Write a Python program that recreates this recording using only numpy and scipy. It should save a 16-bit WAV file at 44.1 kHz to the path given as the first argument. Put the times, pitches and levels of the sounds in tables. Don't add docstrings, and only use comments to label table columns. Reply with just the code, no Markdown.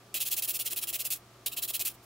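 import sys
import numpy as np
from scipy import signal
from scipy.io import wavfile

SR = 44100
rng = np.random.default_rng(int(sys.argv[2]) if len(sys.argv) > 2 else 0)


def dump_mix(stems):
    frames = np.atleast_2d(stems).T
    limited = np.clip(frames, -1, 1)
    pcm = np.round(limited * 32767).astype(np.int16)
    wavfile.write(sys.argv[1], SR, pcm)


def volts_from_db(level):
    exponent = np.asarray(level, float) / 20
    return 10 ** exponent


N = 90404
CLAY_LOW_CUT_HZ = 2184


def rms_one(x):
    return x / np.sqrt(np.mean(x ** 2) + 1e-20)


def at_hz(points, hz):
    table_hz, values = np.transpose(points)
    return np.interp(np.log(hz), np.log(table_hz), values)


def drift(rate_hz):
    r = np.exp(-2 * np.pi * rate_hz / SR)
    wander = signal.lfilter([1], [1, -2 * r, r * r], rng.standard_normal(N + SR))
    return rms_one(wander[SR:])


def resonate(x, hz, width_hz):
    r = np.exp(-np.pi * width_hz / SR)
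    top = np.array([1, 0, -1]) * (1 - r * r) / 2
    return signal.lfilter(top, [1, -2 * r * np.cos(2 * np.pi * hz / SR), r * r], x)


def kitchen():
    # frequency in Hz, level in dB per Hz
    air = [(30, -12), (90, -10), (330, -9), (500, -11.5), (1300, -14.5), (1500, -17.5), (5000, -22),
           (16000, -32)]
    # frequency in Hz, likeness from -1 to 1
    likeness = [(300, 0.86), (1400, 0.76), (3500, 0.29), (8000, 0.31), (15000, 0.69)]
    # frequency in Hz, width in Hz, level in dB
    whirr_bands = [(353, 86, -67), (681.6, 47, -69), (1194, 600, -76.5)]
    # frequency in Hz, level in dB
    hum_tones = [(118.3, -63), (1181, -70.5), (1299, -73.5)]

    out, edges = 0, 1400 * 2 ** np.arange(-6, 3.7, .4)
    white = rng.standard_normal((2, 2, N))
    for k, (low, high) in enumerate(zip(edges, edges[1:])):
        hz = np.sqrt(low * high)
        alike = np.clip(at_hz(likeness, hz), -1, 1)
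        band = signal.butter(3, [low, high], "band", fs=SR, output="sos")
        pair = signal.sosfilt(band, white[k % 2])
        out = out + volts_from_db(at_hz(air, hz)) * np.sqrt([[1 + alike], [1 - alike]]) * pair
    mid, side = volts_from_db(-60.5) * rms_one(out)
    side = signal.sosfilt(signal.butter(2, 500, "high", fs=SR, output="sos"), side)

    whirr = 0
    for hz, width_hz, db in whirr_bands:
        strength = volts_from_db(db + 1.5 * drift(2.7))
        once = resonate(rng.standard_normal(N), hz, width_hz)
        whirr = whirr + strength * rms_one(resonate(once, hz, width_hz))
    hum = 0
    for hz, db in hum_tones:
        hum = hum + volts_from_db(db + 2.5 + 0.4 * drift(12.0)) * np.sin(2 * np.pi * hz * np.arange(N) / SR)
    return mid + side * [[1], [-1]] + whirr + hum


def hand():
    # start in seconds, length in seconds, level in dB, fastest point from 0 to 1,
    # landing this far under it in dB
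    first_run = [(0.1424, 0.042, -30.5, 0.05, 2.1), (0.199, 0.037, -30, 0.26, 18),
                 (0.2447, 0.043, -31.5, 0.68, 24), (0.302, 0.042, -29, 0.53, 27),
                 (0.3656, 0.034, -31.5, 1, 3.5), (0.423, 0.035, -34, 1, -4),
                 (0.4752, 0.043, -30.5, 0.62, 11), (0.532, 0.04, -32, 0.7, 20),
                 (0.59, 0.035, -31, 0.27, 12), (0.644, 0.039, -31, 0.73, 27.5),
                 (0.7013, 0.036, -32, 0.86, 12), (0.76, 0.035, -31.5, 0.35, 12),
                 (.8135, 0.03, -31.5, 1, 10.5), (0.871, 0.036, -32.5, 0.55, 8),
                 (0.9282, 0.037, -31.5, 0.9, 4.5), (0.987, 0.036, -33, 0.47, 14),
                 (1.042, 0.033, -32, 0.63, 18), (1.1041, 0.037, -30.5, 0.57, 2.5)]
    second_run = [(1.4617, 0.021, -28.5, 0.13, 1.3), (1.514, 0.029, -37, 0.78, 12),
                  (1.5643, 0.032, -32, 0.39, 9), (1.617, 0.037, -30.5, 0.41, 25),
                  (1.6774, 0.033, -32, 0.83, 8), (1.732, 0.037, -30.5, 0.51, 20),
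                  (1.7945, 0.03, -30, 0.88, 8.2), (1.85, 0.038, -31, 0.13, 4.5)]
    brushes = [
        (1.139, 0.035, -45.5, .1, 3),
        (1.887, .035, -48.5, 0.11, 3),
        (1.935, 0.023, -57.5, 0.64, 6.8),
        (2.027, 0.047, -62, 0.51, 3),
    ]

    end_drop_db, curve = 6, 2.66
    land_db_per_s, lift_db_per_s = 9000, 2497
    t, power = np.arange(N) / SR, np.zeros(N)
    for start, length, db, top, land_db in first_run + second_run + brushes:
        u = np.clip((t - start) / length, 0, 1)
        top = np.clip(top, .05, .95)
        landing = land_db * np.maximum(1 - u / top, 0) ** curve
        lifting = end_drop_db * np.maximum((u - top) / (1 - top), 0) ** curve
        before = land_db_per_s * np.maximum(start - t, 0)
        after = lift_db_per_s * np.maximum(t - start - length, 0)
        power += volts_from_db(np.maximum(db - (landing + lifting) - (before + after), -200)) ** 2
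    return np.sqrt(power)


def grit():
    grains_per_s, spread_db = 16000, 3.3
    bump_db, bumps_per_s = 1.15, 290
    sizes = volts_from_db(spread_db * np.minimum(rng.exponential(1, N), 5)) * rng.choice([-1, 1], N)
    catches = sizes * (rng.random(N) < grains_per_s / SR)
    return rms_one(catches) * volts_from_db(bump_db * drift(bumps_per_s))


def body(x, peaks, wander_db):
    out = 0
    for k, (hz, width_hz, db) in enumerate(peaks):
        strength = (-1) ** k * volts_from_db(db + wander_db * drift(15.5))
        out = out + strength * resonate(x, hz, width_hz)
    return out


def sanding(level):
    # time in seconds, peak level in dB
    ticks = [
        (.1426, -9),
        (0.1586, -11),
        (.1972, -21),
        (0.3002, -22),
        (0.329, -21),
        (1.0527, -13),
        (1.462, -8.5),
        (1.7945, -14),
        (1.848, -28),
    ]
    # time in seconds, brightness in dB
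    brightness = [(.14, 2), (.25, 8.5), (.6, 8.5), (.9, 6.1), (1.15, 10.5), (1.46, 4), (1.53, 1.5),
                  (1.62, 6.4), (1.9, 8.5)]
    # frequency in Hz, width in Hz, level in dB
    clay_peaks = [(2683, 350, 7.44), (3240, 133, 11.06), (3580, 105, 9.4), (3910, 267, 9),
                  (5460, 420, -4.5), (6253, 513, -11.5)]
    board_peaks = [(8190, 4500, -1), (10010, 1400, 5.3), (12000, 2270, 2), (14050, 1310, 6),
                   (15600, 2500, 5.0)]
    thud_peaks = [(383, 54, -12), (669, 260, -9.5), (1020, 950, -14.5), (1990, 1800, -12.5)]

    bright_db = np.interp(np.arange(N) / SR, *np.transpose(brightness))
    rub = level * grit()
    for s, db in ticks:
        rub[int(s * SR)] += volts_from_db(db)
    low_cut = signal.butter(4, CLAY_LOW_CUT_HZ, "high", fs=SR, output="sos")
    clay = volts_from_db(-1 - bright_db / 2) * body(rub, clay_peaks, 1.4)
    board = volts_from_db(-0.83 + bright_db / 2) * body(rub, board_peaks, .7)
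    return signal.sosfilt(low_cut, clay + board) + body(rub, thud_peaks, 2.0)


def knocks():
    # time in seconds, peak level in dB
    jolts = [(0.151, -38), (0.218, -51), (.385, -39), (.48, -39.5), (0.601, -40.5), (.728, -34),
             (.927, -36.5), (0.956, -36.5), (1.057, -45), (1.461, -58), (1.585, -36.5), (1.639, -41.5),
             (1.705, -36.5), (1.803, -36), (1.855, -45)]
    # frequency in Hz, level in dB, time to fade by 60 dB in seconds
    knock_modes = [(370, -7, .05), (670, 0, .075), (1060, -6, .05)]

    out, chance = np.zeros(N), rng.normal(0, 1, (len(jolts), 3))
    for k, (hz, level_db, t60_s) in enumerate(knock_modes):
        clicks = np.full(N, 1e-18)
        for (s, db), c in zip(jolts, chance):
            clicks[int(s * SR)] = volts_from_db(db - 7.5 + level_db + 2 * c[k])
        r, w = volts_from_db(-60 / (t60_s * SR)), 2 * np.pi * hz / SR
        out += signal.lfilter([0, np.sin(w)], [1, -2 * r * np.cos(w), r * r], clicks)
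    return signal.lfilter([.15], [1, -.85], out)


def sink(x):
    # delay in seconds, left level in dB, right level in dB
    echoes = [(.0007, -54, -14.5), (.0015, -51.5, -68.5), (.0024, -26, -15)]

    tail_db, t60_s, alike = -10.5, 0.11, 0.13
    t = np.arange(SR // 4) / SR
    mid, side = rng.standard_normal((2, len(t)))
    side = signal.sosfilt(signal.butter(2, 1500, "high", fs=SR, output="sos"), side)
    tail = np.sqrt(1 + alike) * mid + np.sqrt(1 - alike) * side * [[1], [-1]]
    tail = tail * volts_from_db(-60 * t / t60_s) * (t > .003)
    reply = volts_from_db(tail_db) * tail / np.sqrt(np.sum(tail ** 2) / 2)
    reply[:, 0] = 1
    for s, left_db, right_db in echoes:
        reply[:, int(s * SR)] += volts_from_db(left_db), volts_from_db(right_db)
    return signal.fftconvolve(x[None], reply, axes=1)[:, :N]


def scene():
    width_db, pan_db = -14.5, -.3
    level = hand()
    low_cut = signal.butter(2, CLAY_LOW_CUT_HZ, "high", fs=SR, output="sos")
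    wide = volts_from_db(width_db) * signal.sosfilt(low_cut, sanding(level)) * [[1], [-1]]
    rubbing = sink(sanding(level) + knocks()) + wide
    return rubbing * volts_from_db(pan_db * np.array([[1], [-1]])) + kitchen()


def roll_off(x):
    return signal.sosfilt(signal.butter(12, 16990, fs=SR, output="sos"), x)


def record(dry):
    top_cut = signal.ellip(12, .5, 70, 15750, fs=SR, output="sos")
    return roll_off(signal.sosfilt(top_cut, dry))


dry = scene()
out = record(dry)
dump_mix(out)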